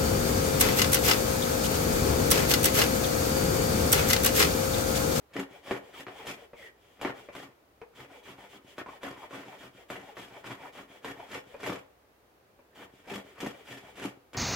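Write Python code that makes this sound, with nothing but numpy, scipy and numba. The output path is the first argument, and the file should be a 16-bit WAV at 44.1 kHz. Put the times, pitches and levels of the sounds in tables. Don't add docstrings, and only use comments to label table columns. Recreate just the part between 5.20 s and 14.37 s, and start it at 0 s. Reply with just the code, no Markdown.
import sys
import numpy as np
from scipy import signal
from scipy.fft import rfft, irfft
from scipy.io import wavfile
from numba import njit

SR = 44100
rng = np.random.default_rng(int(sys.argv[2]) if len(sys.argv) > 2 else 0)


def bounce(signal):
    frames = np.transpose(np.atleast_2d(signal))
    limited = np.clip(frames, -1, 1)
    pcm = np.round(limited * 32767).astype(np.int16)
    wavfile.write(sys.argv[1], SR, pcm)


N = 404397
TIME = np.arange(N) / SR
FFT_SIZE = 8192
FREQS = np.arange(FFT_SIZE // 2 + 1) * SR / FFT_SIZE

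# (start [s], cut length [s], force [dB], tearing [dB], return rub [dB])
KNIFE_STROKES = [(0.152, 0.076, -40, -48.5, -56), (0.477, 0.098, -39.5, -50.5, -59.5),
                 (0.787, 0.042, -46, -48, -53.5), (1.066, 0.073, -44, -44, -57),
                 (1.822, 0.1, -39.5, -56.5, -61), (2.142, 0.12, -48, -52.5, -110),
                 (2.766, 0.098, -50.5, -61, -54.5), (3.047, 0.1, -50, -57.5, -52),
                 (3.306, 0.09, -55, -80, -68.5), (3.582, 0.045, -42.5, -64, -52),
                 (3.831, 0.097, -42, -51.5, -48.5), (4.112, 0.14, -47, -55.5, -51.5),
                 (4.396, 0.088, -52, -58.5, -58.5), (4.7, 0.093, -43.5, -51, -53),
                 (4.968, 0.11, -48, -52, -52), (5.252, 0.099, -43, -50.5, -48.5),
                 (5.542, 0.099, -49.5, -58.5, -55.5), (5.845, 0.085, -42.5, -51, -53),
                 (6.101, .095, -42.5, -49, -59.5), (6.429, 0.12, -36.5, -43.5, -110),
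                 (7.564, .11, -52.5, -77, -67), (7.885, 0.1, -42.5, -50, -59.5),
                 (8.196, 0.11, -41, -47.5, -58), (8.466, 0.12, -48, -51, -54.5),
                 (8.773, .11, -45, -48, -110), (9.148, 0.02, -42.5, -66, -110)]
# (time [s], strength [dB], bright snap [dB])
SPLINTERS = [(0.136, -53, -60.5), (0.51, -19, -53), (0.867, -30.5, -70), (0.883, -30, -68),
             (1.069, -32, -47.5), (1.814, -29.5, -50), (1.849, -20.5, -76), (2.152, -31.5, -64),
             (3.582, -29, -55), (3.833, -29, -53.5), (4.109, -36.5, -80), (4.702, -26, -52),
             (4.969, -32.5, -78), (5.243, -33.5, -82), (5.846, -29, -53.5), (6.472, -30, -49),
             (7.938, -69, -52), (7.979, -33.5, -58), (8.204, -45, -48.5), (8.262, -32, -51),
             (8.847, -34.5, -59), (9.133, -40, -57.5), (9.147, -29.5, -71)]
# (time [s], strength [dB])
SPRING_BACKS = [(0.156, -35), (0.19, -33.5), (0.513, -36), (1.851, -36), (6.475, -33), (6.493, -31),
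                (7.915, -37), (7.954, -37.5), (8.227, -34), (8.264, -33.5), (8.849, -30), (9.15, -40.5)]
# (middle [s], half length [s], rub [dB], hiss [dB], ring [Hz])
FLAT_SLIDES = [(.475, .045, -53, -57, 540), (.765, .032, -51.5, -54, 1070), (1.015, .05, -49, -57, 830),
               (1.428, .066, -56.5, -58, 530), (1.697, .11, -70, -69, 523), (1.975, .04, -54, -61, 514),
               (3.51, .04, -64, -63, 517)]
# (time [s], level [dB], ring [Hz])
BLADE_TAPS = [(1.332, -40.5, 555), (2.087, -36.5, 576), (2.615, -36, 476), (3.661, -37.5, 1030),
              (3.685, -37.5, 1080), (5.998, -38.5, 850), (6.342, -37.5, 563), (7.39, -53, 584),
              (7.874, -43, 790)]
# (time [s], pitch [Hz], level [dB])
SQUEAK_PATH = [(1.351, 2240, -69), (1.399, 2094, -54.5), (1.455, 1928, -51), (1.495, 1880, -60),
               (1.51, 1870, -82)]
# (frequency [Hz], width [Hz], lift [dB])
RESONANCES = [(126.4, 23.6, 10), (195.6, 32, 7.5), (277.1, 23.7, 11), (403.3, 32, 6.5), (698, 29, 3),
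              (1130, 80, 0.5), (1424, 40, 5), (1826, 64, 7), (1996, 150, 3), (2310, 173, 7),
              (2774, 120, 3.5), (3013, 57, 5.5), (3328, 40, 9.5), (4760, 26, 7), (5190, 49, 7),
              (6700, 170, 5.5)]
# (frequency [Hz], level [dB])
SLIP_COLOUR = [(100, -22.5), (300, -8), (480, 3.5), (750, 0), (1100, -1), (1900, -7), (2600, -12.5),
               (3500, -19.5), (4500, -23), (15000, -56.5)]
TEAR_COLOUR = [(300, 2.5), (1200, 1), (2500, 8.5), (3400, 7.5), (4100, 0), (6000, -2), (8500, -3.5),
               (10000, -8.5), (13000, -4), (16000, -24)]
SHAKE_COLOUR = [(25, -49), (60, -7), (110, -1), (190, -3), (370, 2.5), (520, -16), (900, -15), (3000, -53)]
RUB_COLOUR = [(50, -14), (130, -8), (500, 6), (1500, -2), (2500, -4.5), (3400, -37), (4500, -30),
              (15000, -44)]
HISS_COLOUR = [(1200, -1), (2400, 8), (2750, 9), (3150, 14), (3550, 11), (3950, 3.5), (6000, 0),
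               (8500, -0.5), (9700, -5), (15000, -3)]
THUD_COLOUR = [(40, -24), (80, -17), (130, -12), (200, 0.5), (300, 2), (450, -1.5), (900, -14.5),
               (3000, -50.5)]
# (frequency [Hz], level [dB])
BENCH_WIDTH = [(140, -27), (270, -22), (500, -7), (1000, -9.5), (2000, -1), (4000, -2)]
# (frequency [Hz], level [dB])
MIC_BALANCE = [(120, -1), (400, 3), (2000, 0), (13000, 2.5)]
# (frequency [Hz], level [dB])
ROOM_TONE_COLOUR = [(15, -33), (25, -32), (59, -1), (173, -11.5), (389, -3.5), (2560, -21.5), (3530, -25),
                    (6550, -30.5), (8350, -33), (15500, -29)]

USUAL_FORCE_DB, USUAL_RUB_DB = -43.5, -52
BITE_S, EASE_SHARE = 0.029, 0.46
SHAKE_DB, SHAKE_GROWTH = -45.5, 0.93
RELEASE_DB, RELEASE_LEAD_S = -27.5, .04
BACK_MIDDLE_SHARE, BACK_HALF_S = .49, 0.056
PAUSE_S, LIFT_OFF_S = .33, .14
BACK_HISS_DB, BACK_HISS_GROWTH = -60, 0.41
HOLLOW_HZ, FIRM_DB_PER_OCTAVE = 668, 17.5
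CHATTER_DB, CHATTER_GROWTH, CHATTER_HZ = -51, 1.44, 790
CHATTER_LAG_S, CHATTER_HALF_S = 0.017, 0.012
HANDS_SWING_RAD = 0.9
LEFT_LAG_SAMPLES = 1
ROOM_TONE_DB, TOP_HZ = -65, 15850


def wood():
    body_db = sum(db / (1 + (2 * (FREQS - hz) / width) ** 2) for hz, width, db in RESONANCES)
    moving = stalls()
    rub, hiss, hollow_ring = moving * np.array(skims())
    slip, tear, shake = moving * np.array(strokes()) + cracks()
    layers = [(slip, SLIP_COLOUR), (tear, TEAR_COLOUR), (shake, SHAKE_COLOUR),
              (rub, RUB_COLOUR), (hiss, HISS_COLOUR), (thumps(), THUD_COLOUR)]
    return hollow_ring + sum(through(force, response(shape(colour) + body_db))
                             for force, colour in layers)


def strokes():
    slip_gain, tear_gain, shake_gain = np.zeros((3, N))
    for s, rise_s, fall_s, force_db, tear_db in cuts():
        start, pressure = swell(s, rise_s, fall_s, squareness=1.64)
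        shake_db = SHAKE_DB + SHAKE_GROWTH * (force_db - USUAL_FORCE_DB)
        add(slip_gain, start, undb(force_db) * pressure)
        add(tear_gain, start, undb(tear_db) * pressure)
        add(shake_gain, start + 0.0045, undb(shake_db) * pressure)
    jerks = stick_slip(rate=240, jitter=.5, spread_db=5.5)
    jerk_tails = np.abs(through(np.maximum(jerks, 0), fade(0.012)))
    shower = unit(np.sqrt(1.7 + jerk_tails / 8))
    grain = undb(2.76 * walk(120))
    fibres = shower * clicks(rate=4500, spread_db=3.5)
    slip = (undb(-12) * jerks + undb(-0.5) * fibres) * slip_gain * grain
    shaving_hz = 1600 * np.exp(np.clip(0.252 * walk(22), -1, 1))
    slip = slip + undb(2.5) * bandpass(slip, shaving_hz, q=26.0)
    tear = shower * clicks(rate=9000, spread_db=-4) * undb(2.4 * walk(150))
    return slip, tear * tear_gain * grain, jerks * shake_gain


def cuts():
    for start, length_s, force_db, tear_db, _ in KNIFE_STROKES:
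        bites = any(abs(start - s) < 0.005 for s, *_ in SPLINTERS)
        rise_s = min(BITE_S if bites else EASE_SHARE * length_s, length_s * 4 / 5)
        yield start + rise_s, rise_s, length_s - rise_s, force_db, tear_db


def stick_slip(rate, jitter, spread_db):
    turns = np.cumsum(rate * np.exp(jitter * walk(2 * rate))) / SR
    lets_go = np.diff(np.floor(turns), prepend=0) > 0
    slips = sizes(lets_go, spread_db)
    return unit(slips - slips.mean())


def cracks():
    slip, tear, shake = np.zeros((3, N))
    for s, db, snap_db in SPLINTERS:
        crumble, thud = burst(0.11), undb(db + 4.5)
        add(slip, s, undb([db + 11.5]))
        add(slip, s, undb(db + 15) * crumble)
        add(tear, s, undb([snap_db + 21]))
        add(tear, s, undb(snap_db + 34.5) * crumble)
        add(shake, s + 0.0018, [thud])
        add(shake, s + 0.0012, thud * burst(0.053))
    for s, _ in ways_back():
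        add(shake, s - RELEASE_LEAD_S, undb([RELEASE_DB]))
    return slip, tear, shake


def stalls():
    held = np.zeros(N)
    for s, *_ in SPLINTERS:
        add(held, s - 0.02, np.linspace(0, 1, SR // 50))
    return undb(-2.5 * np.minimum(held, 1))


def thumps():
    force = np.zeros(N)
    for s, db in SPRING_BACKS:
        add(force, s, undb([db + 19]))
        add(force, s, undb(db + 28.5) * burst(0.098))
    return force


def twang(hz=385):
    out, decay = np.zeros(N), fade(0.08)
    ring = decay * np.sin(2 * np.pi * hz * TIME[:len(decay)])
    for s, db, _ in SPLINTERS:
        add(out, s + 0.00265, undb(2 * db + 15.5) * ring)
    return out


def skims():
    rub, hiss, ring = np.zeros((3, N))
    friction = clicks(rate=3900, spread_db=1) * undb(1.8 * walk(60))
    returns = [(s, BACK_HALF_S, USUAL_RUB_DB + firm_db, BACK_HISS_DB + BACK_HISS_GROWTH * firm_db,
                HOLLOW_HZ * 2 ** (firm_db / FIRM_DB_PER_OCTAVE)) for s, firm_db in ways_back()]
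    for s, half_s, rub_db, hiss_db, ring_hz in returns + list(FLAT_SLIDES):
        start, pressure = swell(s, half_s, half_s, squareness=3.7)
        force = undb(rub_db) * pressure * friction[int(start * SR):][:len(pressure)]
        sinking_hz = ring_hz * np.geomspace(3.6, 1 / 3.93, len(force))
        add(rub, start, undb(-1.5) * force)
        add(ring, start, undb(19.5) * bandpass_twice(force, sinking_hz, q=6.8))
        add(hiss, start, undb(hiss_db) * pressure)
    for s, rise_s, fall_s, *_ in cuts():
        start, pressure = swell(s - .015, rise_s, fall_s, squareness=11.5)
        add(hiss, start, undb(-58.5) * pressure)
    return rub, hiss * clicks(rate=13000, spread_db=0), ring


def ways_back():
    for (start, length_s, _, _, rub_db), (next_start, *_) in zip(KNIFE_STROKES, KNIFE_STROKES[1:]):
        gap_s = next_start - start - length_s
        if gap_s > PAUSE_S:
            gap_s = LIFT_OFF_S
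        yield start + length_s + BACK_MIDDLE_SHARE * gap_s, rub_db - USUAL_RUB_DB


def taps():
    out, t = np.zeros(N), TIME[:FFT_SIZE // 2]
    knock = undb(15.5) * response(shape(RUB_COLOUR))
    for s, db, ring_hz in BLADE_TAPS:
        # (frequency [Hz], level [dB], t60 [s])
        modes = [(ring_hz, -1, .048), (950, -2, .012), (2350, -6, .012)]
        ring = sum(undb(mode_db) * fade(t60, len(t)) * np.sin(2 * np.pi * hz * t)
                   for hz, mode_db, t60 in modes)
        force = undb(5) * burst(0.11)
        force[0] += undb(-3.5)
        add(out, s + 0.00086, undb(db - 6) * signal.fftconvolve(force, ring + knock))
    return out


def chatters():
    out, slips = np.zeros(N), stick_slip(rate=330, jitter=0.55, spread_db=6.5)
    rise_s, fall_s = 1.1 * CHATTER_HALF_S, 1.25 * CHATTER_HALF_S
    for s, firm_db in ways_back():
        start, pressure = swell(s + CHATTER_LAG_S, rise_s, fall_s, squareness=2.6)
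        glide = np.geomspace(1.5, 1 / 1.34, len(pressure))
        hz = CHATTER_HZ * 2 ** (firm_db / FIRM_DB_PER_OCTAVE) * glide
        ring = bandpass_twice(slips[int(start * SR):][:len(pressure)], hz, q=3.8)
        add(out, start, undb(CHATTER_DB + CHATTER_GROWTH * firm_db) * unit(ring) * pressure)
    return out


def squeak():
    s, hz, db = np.transpose(SQUEAK_PATH)
    rough_hz = np.interp(TIME, s, hz) * (1 + .06 * walk(900))
    phase = 2 * np.pi * np.cumsum(rough_hz) / SR
    stutter = undb(2.5 * walk(380))
    return unit(np.sin(phase) * stutter) * np.interp(TIME, s, undb(db), left=0, right=0)


def bench_reflections(work):
    hands = HANDS_SWING_RAD * walk(8.9)
    reflections = sum(weight * reflect(work, t60=.11, delay_samples=SR // 600)
                      for weight in (np.cos(hands), np.sin(hands)))
    return tint(reflections, shape(BENCH_WIDTH))


def room_ring(work):
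    dull = tint(work, shape([(120, -30), (450, 6), (2500, -1.5), (12000, -9)]))
    return undb(-11.5) * reflect(dull, t60=0.47, delay_samples=SR // 200)


def room_tone():
    mid, side = (tint(rng.standard_normal(N), shape(ROOM_TONE_COLOUR)) for _ in range(2))
    side = tint(side, shape([(60, -11.5), (280, -8.5), (1200, 0.5)]))
    return undb(ROOM_TONE_DB) / mid.std() * np.array([mid + side, mid - side])


def undb(db):
    return 10 ** (np.asarray(db) / 20)


def unit(x):
    return x / np.sqrt(np.mean(x ** 2))


def shape(points):
    hz, db = np.transpose(points)
    return np.interp(np.log(FREQS + 1), np.log(hz), db)


def response(db):
    half = FFT_SIZE // 2
    cepstrum = irfft(np.log(undb(db)))
    cepstrum[1:half] *= 2
    cepstrum[half + 1:] = 0
    impulse = irfft(np.exp(rfft(cepstrum)))[:half]
    return impulse / np.linalg.norm(impulse)


def tint(x, db):
    half = FFT_SIZE // 2
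    return signal.oaconvolve(x, np.roll(irfft(undb(db)), half))[half:][:N]


def through(x, impulse):
    return signal.oaconvolve(x, impulse)[:N]


def reflect(x, t60, delay_samples):
    return through(x, np.pad(burst(t60), (delay_samples, 0)))


def fade(t60, size=16384):
    return np.exp(-np.log(1000) * TIME[:size] / t60)


def burst(t60):
    decay = fade(t60)
    noise = decay * rng.standard_normal(len(decay))
    return noise / np.linalg.norm(noise)


def swell(s, rise_s, fall_s, squareness):
    start = max(s - 4 * rise_s, 0)
    t = TIME[int(start * SR):int((s + 4 * fall_s) * SR)] - s
    return start, np.exp(-np.abs(t / np.where(t < 0, rise_s, fall_s)) ** squareness)


def add(track, s, sound):
    i = int(s * SR)
    track[i:i + len(sound)] += sound[:N - i]


def walk(rate):
    count = int(rate * N / SR) + 2
    points = rng.standard_normal(2 ** 14)[:count]
    return unit(np.interp(TIME * rate, np.arange(count), points))


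def clicks(rate, spread_db):
    chance = rng.uniform(-1, 1, N)
    return unit(np.sign(chance) * sizes(np.abs(chance) < rate / SR, spread_db))


def sizes(where, spread_db):
    out = np.zeros(N)
    out[where] = undb(spread_db * np.sqrt(12) * (rng.random(N)[where] - .5))
    return out


@njit
def bandpass(x, hz, q):
    y, band, low = np.empty(len(x)), 0., 0.
    for i in range(len(x)):
        g = np.tan(np.pi * hz[i] / SR)
        v = (band + g * (x[i] - low)) / (1 + g * (g + 1 / q))
        band, low, y[i] = 2 * v - band, low + 2 * g * v, v / q
    return y


def bandpass_twice(x, hz, q):
    return bandpass(bandpass(x, hz, q), hz, q)


def scene():
    work = wood() + twang() + taps() + chatters() + squeak()
    bench = bench_reflections(work)
    balance_db = shape(MIC_BALANCE) / 2
    left = tint(work + bench + room_ring(work), balance_db)
    right = tint(work - bench + room_ring(work), -balance_db)
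    return np.array([np.roll(left, LEFT_LAG_SAMPLES), right]) + room_tone()


def record(dry):
    return signal.sosfilt(signal.ellip(10, .1, 70, TOP_HZ, fs=SR, output="sos"), dry)


dry = scene()
out = record(dry)
bounce(out)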